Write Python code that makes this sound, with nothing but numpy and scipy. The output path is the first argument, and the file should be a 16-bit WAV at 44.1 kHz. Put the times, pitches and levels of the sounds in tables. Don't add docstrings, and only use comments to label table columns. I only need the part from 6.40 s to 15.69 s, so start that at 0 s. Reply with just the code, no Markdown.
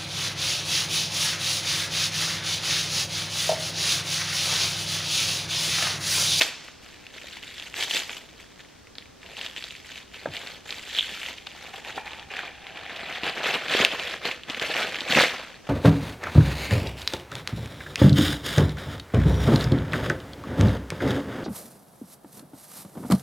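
import sys
import numpy as np
from scipy import signal
from scipy.fft import rfft, irfft, next_fast_len
from scipy.io import wavfile
from scipy.ndimage import uniform_filter1d

SR = 44100
rng = np.random.default_rng(int(sys.argv[2]) if len(sys.argv) > 2 else 0)


def generate_wav(signal):
    frames = np.transpose(np.atleast_2d(signal))
    scaled = np.clip(frames, -1, 1) * 32767
    pcm = np.round(scaled).astype(np.int16)
    wavfile.write(sys.argv[1], SR, pcm)


N = 409688
T = np.arange(N) / SR
MODERATE_DB = -40


def amp(db):
    return 10 ** (np.asarray(db) / 20)


def unit(x):
    return x / np.sqrt(np.mean(x ** 2) + 1e-20)


def read(points, hz):
    point_hz, value = np.transpose(points)
    return np.interp(np.log(hz + 1), np.log(point_hz + 1), value)


def curve(rows, axis=1):
    rows = np.asarray(rows)
    return np.interp(T, rows[:, 0], rows[:, axis])


def add(mix, s, sound):
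    part = mix[max(round(s * SR), 0):][:len(sound)]
    part += sound[:len(part)]


def colour(x, points, size=2048):
    log_gain = np.log(amp(read(points, abs(np.fft.fftfreq(size, 1 / SR)))))
    taps = np.fft.ifft(np.exp(np.conj(signal.hilbert(log_gain)))).real
    return signal.oaconvolve(x, taps / np.linalg.norm(taps))[:len(x)]


def bands(x):
    size = next_fast_len(N)
    hz, z = np.fft.rfftfreq(size, 1 / SR), rfft(x, size)
    low = 1 / (1 + (hz / 1300) ** 8)
    below_high = 1 / (1 + (hz / 5000) ** 8)
    return [irfft(z * gain, size)[:N] for gain in (low, below_high - low, 1 - below_high)]


def wander(seconds):
    size = max(int(seconds * SR), 2)
    return unit(uniform_filter1d(uniform_filter1d(rng.standard_normal(N), size), size))


def drifting_patches(shape, frames):
    along_time = uniform_filter1d(rng.standard_normal(shape), size=frames, axis=1)
    return unit(uniform_filter1d(along_time, size=5, axis=0))


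def steady(x, size=3000):
    return x / np.sqrt(abs(uniform_filter1d(x ** 2, size)) + 1e-12)


def resonate(x, hz, width):
    turn = np.exp(2j * np.pi * np.cumsum(hz * np.ones(N)) / SR)
    r = np.exp(-np.pi * width / SR)
    return 2 * (turn * signal.lfilter([1 - r], [1, -r], x / turn + 1e-18)).real


# pitch_hz, common_db (mid), apart_db (side)
ROOM_NOISE = [(30.2, -7, -27), (60.5, 4.5, -12), (130, 0, -1), (250, -1, 3), (428, -4.5, 1), (760, -9, -6),
              (1600, -10, -15.5), (3000, -12.5, -20), (5700, -15, -12.5), (12000, -33, -24.5)]
# pitch_hz, level_db (rms)
MAINS_HUM = [(59.2, -71), (177.6, -77)]
AIR_DB, AIR_SIDE_DB = -53, -55


def background():
    hz, common_db, apart_db = np.transpose(ROOM_NOISE)
    mid = amp(AIR_DB) * colour(rng.standard_normal(N), np.c_[hz, common_db])
    side = amp(AIR_SIDE_DB) * colour(rng.standard_normal(N), np.c_[hz, apart_db])
    for hum_hz, db in MAINS_HUM:
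        mid = mid + amp(db) * np.sqrt(2) * np.sin(2 * np.pi * (hum_hz * T + rng.random()))
    return np.array([mid + side, mid - side])


# (per Hz, relative)
OPENING_TONE = [(100, -29), (300, -5), (650, -1.5), (1200, -1), (2600, 5), (3800, 0.5), (5200, 0),
                (7500, -9), (10500, -25), (15500, -40)]
OPENING_DB, OPENING_T60_S = -32.5, 0.99


def opening():
    fade = np.exp(-np.log(1000) * T / OPENING_T60_S)
    return amp(OPENING_DB) * fade * colour(rng.standard_normal(N), OPENING_TONE)


# pitch_hz, t60_s
ROOM_DECAY = [(150, 0.26), (1000, 0.35), (4000, 0.59), (12000, 0.37)]


def room(x, gap_s=0.0027):
    hz, t, z = signal.stft(rng.standard_normal(SR // 2), SR, nperseg=256)
    decay = amp(-60 * t / read(ROOM_DECAY, hz)[:, None])
    tail = signal.istft(z * decay, SR, nperseg=256)[1]
    tail *= np.arange(len(tail)) > gap_s * SR
    return signal.oaconvolve(x, tail / np.linalg.norm(tail))[:N]


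# pitch_hz, side_db (relative to mid)
HANDLING_WIDTH = [(60, -28), (250, -16), (600, -36), (1200, -82), (2300, -85), (3300, -32), (4500, -7),
                  (7000, -4.5), (10300, 8), (14000, -1)]


def widen(x, scatter=1.58):
    hz, t, z = signal.stft(x, SR, nperseg=256)
    turn = 1j * np.exp(1j * scatter * drifting_patches(z.shape, frames=14))
    side_gain = amp(read(HANDLING_WIDTH, hz))[:, None]
    side = signal.istft(z * side_gain * turn, SR, nperseg=256)[1][:N]
    return np.array([x + side, x - side])


# time_s, level_db (at a moderate pull), mouth_hz
REACH_INSIDE = [(4.9, -96, 810), (5.25, -53.5, 794), (5.56, -52.5, 800), (5.6, -40, 870), (5.75, -48, 820),
                (5.95, -51, 764), (6.3, -50, 745), (7.15, -50.5, 744), (7.3, -51.5, 540),
                (8.3, -54.5, 530.2), (9.29, -56.5, 540)]
# pitch_hz, half_width_hz (of each filter pass), level_db (re the mouth)
GLASS_MODES = [(1720, 200, -5), (2420, 150, -3)]
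MOUTH_HALF_WIDTH_HZ = 85
REACH_FOLLOW = 0.74


def hollow(effort_db, waver=0.025):
    rubbing = rng.standard_normal(N)
    mouth_hz = curve(REACH_INSIDE, axis=2) * (1 + waver * wander(0.13))
    ring = 0
    for hz, half_width, db in [(mouth_hz, MOUTH_HALF_WIDTH_HZ, 0)] + GLASS_MODES:
        once = resonate(rubbing, hz, 2 * half_width)
        ring = ring + amp(db) * steady(resonate(once, hz, 2 * half_width))
    return amp(curve(REACH_INSIDE, axis=1) + REACH_FOLLOW * (effort_db - MODERATE_DB)) * ring


# start_s, level_db (before the attack), pitch_hz, decay_s
GLASS_BUMPS = [(.013, -20, 650, 0.0027), (.762, -36.5, 417, 0.0026), (.842, -38.5, 570, 0.0058),
               (.969, -35, 900, .002), (3.8572, -28, 1490, 0.001), (3.858, -16.5, 583, 0.0033),
               (3.868, -37.5, 904, 0.019), (3.872, -30, 287, 0.0065), (3.881, -33.5, 152, 0.016),
               (3.9, -37, 100, 0.018), (4.719, -41, 197, 0.012), (5.342, -32.5, 781, 0.0064),
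               (5.575, -31, 332, 0.0032), (5.578, -18.5, 785, 0.0041), (5.581, -23, 1810, 0.0023),
               (6.833, -18.5, 344.3, 0.0017), (7.062, -22.5, 451, 0.0035), (7.349, -16, 395, 0.0043),
               (7.399, -16.5, 560, 0.0046), (7.403, -16, 230, 0.0033), (7.42, -23, 400, 0.0046),
               (8.099, -25, 273.2, .005), (8.2195, -19, 417.3, 0.0029), (8.702, -22, 210, 0.0051),
               (8.759, -17, 198.6, 0.0047), (8.786, -9, 436, 0.002), (8.809, -11, 573, 0.006),
               (8.833, -15.5, 480, 0.004)]


def bumps(scuff=0.54, rise_s=0.00016, scuff_hz=1700):
    out, t = np.zeros(N), np.arange(6000) / SR
    for s, db, hz, decay in GLASS_BUMPS:
        band = signal.butter(5, [hz / 2, min(3 * hz, scuff_hz)], "band", fs=SR, output="sos")
        rub = unit(signal.sosfilt(band, rng.standard_normal(len(t))))
        knock = np.exp(-t / decay) * np.sin(2 * np.pi * hz * t)
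        knock += scuff * np.exp(-t / (1.02 * decay)) * rub
        add(out, s, amp(db) * (1 - np.exp(-t / rise_s)) * knock)
    return out


# peak_s, level_db (peak)
SLIP_CHIRPS = [(4.588, -6.5), (4.5924, -9), (4.596, -8), (4.6093, -12.5), (4.628, -18)]
SLIP_HZ, SLIP_S = 3300, 0.00072


def slips():
    out, t = np.zeros(N), np.arange(-256, 256) / SR
    bell = np.exp(-np.pi / 2 * (t / SLIP_S) ** 2)
    for s, db in SLIP_CHIRPS:
        add(out, s + t[0], amp(db) * bell * np.cos(2 * np.pi * (SLIP_HZ * t + rng.random())))
    return out


FOLDS_PER_S, FOLDS_GROWTH = 30, .65
FOLD_OVER_DB, FOLD_SPREAD_DB = 5.5, 3.5
FOLD_HZ = 1900, 4000


def random_folds(effort_db):
    rate = FOLDS_PER_S * amp(FOLDS_GROWTH * (effort_db - MODERATE_DB))
    folds = []
    for i in np.flatnonzero(rng.random(N) < rate / SR):
        db = effort_db[i] + FOLD_OVER_DB + FOLD_SPREAD_DB * rng.uniform(-1.1, 1)
        folds.append((T[i], db, rng.uniform(*FOLD_HZ)))
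    return folds


# peak_s, level_db (before the shared trim), pitch_hz
TIMED_FOLDS = [(.0125, -3, 2460), (.0199, -1.5, 3300), (.2812, -31, 2500), (.2855, -29, 1590),
               (.667, -26.5, 2655), (.97, -30, 2300), (.9882, -30, 2800), (1.029, -26, 3300),
               (1.036, -25, 3000), (1.079, -26, 3700), (1.1815, -22.5, 3300), (1.1985, -22, 3475),
               (1.2244, -23, 3000), (1.3418, -20, 2370), (1.409, -17, 3200), (1.4258, -18, 2940),
               (1.4363, -15, 3600), (1.5106, -13, 3180), (1.5392, -15, 3456), (1.5473, -19, 3300),
               (1.569, -9, 2850), (1.6951, -19.5, 2240), (1.7062, -25, 2602), (2.2045, -31, 3000),
               (2.4715, -34, 2200), (2.554, -34, 4200), (2.555, -35.5, 1900), (2.5838, -22, 4000),
               (2.611, -41, 3300), (2.624, -34, 2200), (2.6572, -34, 2450), (2.8307, -29.5, 2240),
               (2.8627, -29, 3000), (2.9684, -24, 3040), (3.0133, -18, 3000), (3.0635, -16.5, 3120),
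               (3.164, -21.5, 3080), (3.1731, -21.5, 2900), (3.1793, -24, 2770), (3.2251, -23, 2700),
               (3.2405, -19.5, 3950), (3.3079, -24, 2990), (3.3524, -27, 2574), (3.5191, -32.5, 2500),
               (3.5573, -27, 3000), (3.9392, -29, 3170), (3.9487, -20.5, 2340), (3.9675, -15, 3300),
               (4.0636, -26, 2800), (4.0723, -23, 3890), (4.2931, -25, 2530), (4.3068, -16, 3900),
               (4.3254, -18.5, 2580), (4.3837, -23, 3850), (4.832, -21.5, 2900), (4.8625, -18, 2920),
               (4.9831, -24, 2970), (5.0695, -24, 3870), (5.0705, -24.5, 1320), (5.0718, -23, 3000),
               (5.1165, -30, 2800), (5.3395, -29.5, 3000), (5.4486, -22, 2590), (5.5054, -23, 2550),
               (5.5241, -25, 2490), (5.6602, -27, 3250), (5.6783, -23, 2500), (5.733, -23, 3100),
               (5.7964, -27, 3000), (5.9162, -21.5, 2550), (5.9383, -20, 1980), (5.9674, -17, 2220),
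               (5.9915, -15, 1787), (6.2685, -22.5, 2390), (6.3734, -23, 2710), (6.4965, -23.5, 2207),
               (6.5622, -19.5, 3064), (6.7006, -22, 2205), (6.7258, -19.5, 2400), (6.8347, -16, 2750),
               (6.8658, -23, 2800), (6.8784, -16, 2920), (6.9815, -19, 2593), (7.0328, -21, 2400),
               (7.0673, -14, 2290), (7.1417, -11, 2640), (7.2833, -14.5, 2623), (7.339, -8, 2882),
               (7.4495, 2, 2790), (7.5973, -15, 3000), (7.854, -13, 2918), (7.9134, -13.5, 2588),
               (8.035, -26, 3240), (8.0998, -16, 3180), (8.1058, -24, 2820), (8.1343, -28, 2770),
               (8.1467, -17.5, 2530), (8.1973, -15, 3440), (8.2207, -16, 2220), (8.2253, -13.5, 2600),
               (8.3664, -10.5, 2600), (8.43, -13.5, 2403), (8.5452, -16, 2800), (8.5568, -15.5, 2040),
               (8.5867, -15.5, 2260), (8.6071, -16, 3570), (8.7244, -10.5, 3110), (8.7876, -1.5, 1960),
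               (8.8, -5, 2300), (8.8229, -12, 3420), (8.8375, -8, 2190)]
SNAP_RING_S = 0.0003
CHAIN_GAP_S, CHAIN_DB, CHAIN_STEP_DB, CHAIN_OCTAVES = .0013, -8, -3.5, .45
CLEAN_BREAK_DB = -1


def snaps(folds, level_db=-1.4, crack_db=-8, shiver_db=-22, shiver_s=0.01, sag=0.093, count=4):
    flips, cracks, t = np.zeros(N), np.zeros(N), np.arange(1024) / SR
    age = t / SNAP_RING_S
    sagging_s = np.cumsum(1 + sag * (2 * np.exp(-age / 2) - 1)) / SR
    swing = age * np.exp(1 - age)
    for s, db, hz in folds:
        chain = [(s, db, hz)]
        gaps, octaves = rng.uniform(.4, 1.6, count), rng.uniform(-1, 1, count)
        if db < CLEAN_BREAK_DB:
            times = s + CHAIN_GAP_S * np.cumsum(gaps)
            levels = db + CHAIN_DB + CHAIN_STEP_DB * np.arange(count)
            chain += zip(times, levels, hz * 2 ** (CHAIN_OCTAVES * octaves))
        for at, size_db, pitch in chain:
            flip = swing * np.cos(2 * np.pi * (pitch * sagging_s + rng.random()))
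            crack = np.exp(-age / 2) * rng.standard_normal(len(t))
            add(flips, at - SNAP_RING_S, amp(size_db) * flip)
            add(cracks, at - SNAP_RING_S, amp(size_db + crack_db) * crack)
        add(cracks, s, amp(db + shiver_db) * np.exp(-t / shiver_s) * rng.standard_normal(len(t)))
    return amp(level_db) * (flips + colour(cracks, LOOSE_PAPER))


# start_s, length_s, level_db (mid-stroke effort), swell_db (start to end)
PULLS = [(.009, 0.004, -25.5, 8), (0.245, 0.068, -52.5, -6), (0.43, 0.32, -50.5, -5.5),
         (0.742, 0.23, -42.5, 2.5), (1.03, 0.25, -42.5, 1.5), (1.371, 0.06, -30, 4),
         (1.504, 0.074, -28, 5.5), (1.594, 0.087, -47.5, 8), (1.709, 0.071, -39, -4),
         (1.827, 0.56, -56.5, -7.5), (1.979, 0.029, -50.5, 9), (2.205, 0.012, -49, -8),
         (2.597, 0.05, -57, -6), (2.821, 0.11, -48, 6), (2.967, 0.087, -37.5, 3.5), (3.092, 0.068, -48, -4),
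         (3.173, 0.235, -44, -7), (3.459, 0.13, -42, 4), (3.74, 0.14, -43.5, -4.5), (3.937, 0.14, -40, -8),
         (4.075, 0.084, -42, -3), (4.276, 0.12, -40.5, -0.5), (4.419, 0.17, -36, 17),
         (4.634, 0.26, -36, -0.5), (4.881, 0.15, -46, -10), (5.068, 0.22, -45, 5.5),
         (5.337, 0.042, -41.5, 4), (5.457, 0.045, -38.5, 3), (5.572, 0.014, -37.5, -4.5),
         (5.668, 0.16, -43.5, -4.5), (5.917, 0.15, -37, 1.5), (6.107, 0.21, -47, 7.5),
         (6.354, 0.42, -38, 7.5), (6.843, 0.047, -29, -0.5), (6.954, 0.042, -34, 1.5),
         (7.042, 0.11, -26, 0), (7.217, 0.071, -35.5, 1), (7.307, 0.12, -23.5, 4.5),
         (7.516, 0.029, -31.5, 0.5), (7.597, 0.14, -32, 0), (7.857, 0.073, -31, -9),
         (8.104, 0.008, -34, -2.5), (8.137, 0.037, -40.5, 10.5), (8.227, 0.018, -29, -2.5),
         (8.262, 0.16, -29, 5.5), (8.44, 0.24, -36, -4), (8.701, 0.12, -20.5, 7.5),
         (8.848, 0.32, -39.5, -22), (9.276, 0.011, -47.5, -9)]
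ATTACK_DB_PER_S, RELEASE_DB_PER_S = 455, 245.5
HOLD_DB = -71
TREMOR_DB, TREMOR_S = 0.44, .015


def effort():
    t = T[::32]
    power = amp(HOLD_DB) ** 2
    for start, length, db, swell_db in PULLS:
        held = swell_db * (np.clip((t - start) / length, 0, 1) - .5)
        attack = ATTACK_DB_PER_S * np.maximum(start - t, 0)
        release = RELEASE_DB_PER_S * np.maximum(t - start - length, 0)
        power = power + amp(db + held - attack - release) ** 2
    return np.interp(T, t, 10 * np.log10(power)) + TREMOR_DB * wander(TREMOR_S)


def flex(x, patchy_db):
    z = signal.stft(x, SR, nperseg=256)[2]
    patches = drifting_patches(z.shape, frames=3)
    return signal.istft(z * amp(patchy_db * patches), SR, nperseg=256)[1][:N]


GRAIN_S = .0003, .0015
SPREAD_DB, CLUMP_DB, CLUMP_S = .8, 1.4, .003
RUB_DB = -4


def creases(effort_db, per_s, spread_db, clump_db, rub_db, ring, count=32):
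    rate = per_s * amp(.6 * (effort_db - MODERATE_DB))
    sizes = amp(spread_db * np.minimum(rng.exponential(1, N), 4))
    clicks = (rng.random(N) < rate / SR) * sizes
    facet, t = rng.integers(0, count, N), np.arange(512) / SR
    facet_hz = np.geomspace(9000, 450, count)[:, None]
    decay = np.geomspace(*GRAIN_S, count)[:, None]
    tone = ring * np.sqrt(facet_hz / 3000) * np.sin(2 * np.pi * facet_hz * t)
    grains = (rng.standard_normal((count, len(t))) + tone) * np.exp(-t / decay)
    buckles = np.zeros(N)
    for k, grain in enumerate(grains):
        buckles += signal.oaconvolve(clicks * (facet == k), unit(grain))[:N]
    clumps = amp(clump_db * np.clip(wander(CLUMP_S), -2, 2))
    return steady(buckles) * clumps + amp(rub_db) * rng.standard_normal(N)


# (per Hz, relative)
LOOSE_PAPER = [(50, -26), (110, -14), (200, -7), (450, -1.5), (700, -1.5), (1150, -4), (1750, 3), (2600, 5),
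               (3500, 3.5), (4400, -2.5), (5200, -9.5), (7300, -13), (10000, -26.5), (12500, -23.5),
               (15500, -34)]
BUNCHED_PAPER = [(50, -15), (110, -16.5), (170, -5), (280, -5), (480, -1), (650, 0.5), (950, -3.5),
                 (1300, 2.5), (1700, 9), (2600, 9.5), (3500, 5.5), (4300, -1.5), (5200, -12), (7500, -20.5),
                 (10500, -33.5), (12500, -28), (15500, -41)]
# time_s, flutter_db (broad panels), sheen_db (sliding paper), both re the middle
SHEET_SHAPE = [(0, -12, -4.5), (.6, -12, -12.5), (1.1, -17, -12.5), (1.4, -10.5, -8), (1.55, -12, -6.5),
               (1.75, -7.5, -10), (2.25, -14, -13), (2.5, -26, -9), (2.9, -6, -14.5), (3.3, -17.5, -10),
               (3.8, -9, -16.5), (4.3, -7.5, -10), (4.6, -19, -14), (5, -9.5, -13), (5.55, -6.5, -15),
               (6.2, -9, -23), (6.9, -4.5, -17), (7.4, -5, -14.5), (7.7, -6.5, -14.5), (8.3, -3.5, -13.5),
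               (8.8, -4, -12.5), (9.29, -5, -14)]
# time_s, drive_db (re the paper, before band levelling)
SQUEAK_GRIP = [(1.3, -33), (1.42, 2), (1.56, -3), (1.66, -45), (4.5, -15), (4.565, 12), (4.63, -6),
               (4.7, -37)]
SQUEAK_HZ, SQUEAK_WIDTH_HZ = 3500, 1200
FLUTTER_PER_DB = -0.1354


def rustle(effort_db, low_db=-1, middle_db=-2.5, high_db=0.0, crunch_db=2.5, flicker_db=0.0,
           bunch_from_s=5.72, bunch_until_s=5.87):
    drive = creases(effort_db, per_s=900, spread_db=SPREAD_DB, clump_db=CLUMP_DB, rub_db=RUB_DB, ring=0.62)
    drive = flex(drive, patchy_db=3)
    bunched = np.clip((T - bunch_from_s) / (bunch_until_s - bunch_from_s), 0, 1)
    paper = (1 - bunched) * colour(drive, LOOSE_PAPER) + bunched * colour(drive, BUNCHED_PAPER)
    squeak = resonate(paper * amp(curve(SQUEAK_GRIP)), SQUEAK_HZ, SQUEAK_WIDTH_HZ)
    low, middle, high = bands(paper + squeak)
    bending_db = FLUTTER_PER_DB * (effort_db - effort_db.mean())
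    flutter_db = low_db + curve(SHEET_SHAPE, axis=1) + bending_db + crunch_db * wander(0.017)
    sheen_db = high_db + curve(SHEET_SHAPE, axis=2) + flicker_db * wander(0.012)
    sheet = amp(flutter_db) * steady(low) + amp(middle_db) * steady(middle) + amp(sheen_db) * steady(high)
    return amp(effort_db) * sheet


def scene(room_db=-13, room_side_db=-31, bass_hz=90):
    effort_db = effort()
    folds = snaps(TIMED_FOLDS + random_folds(effort_db))
    handling = rustle(effort_db) + folds + hollow(effort_db) + slips() + bumps()
    near = signal.sosfilt(signal.butter(2, bass_hz, "high", fs=SR, output="sos"), handling)
    side = amp(room_side_db) * room(near)
    middle = near + amp(room_db) * room(near) + opening()
    return widen(middle) + np.array([side, -side]) + background()


EDGE_HZ = 15800


def record(dry):
    low_pass = signal.firwin(511, EDGE_HZ, window=("kaiser", 9), fs=SR)
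    return signal.oaconvolve(np.clip(dry, -1, 1), low_pass[None], "same")


dry = scene()
out = record(dry)
generate_wav(out)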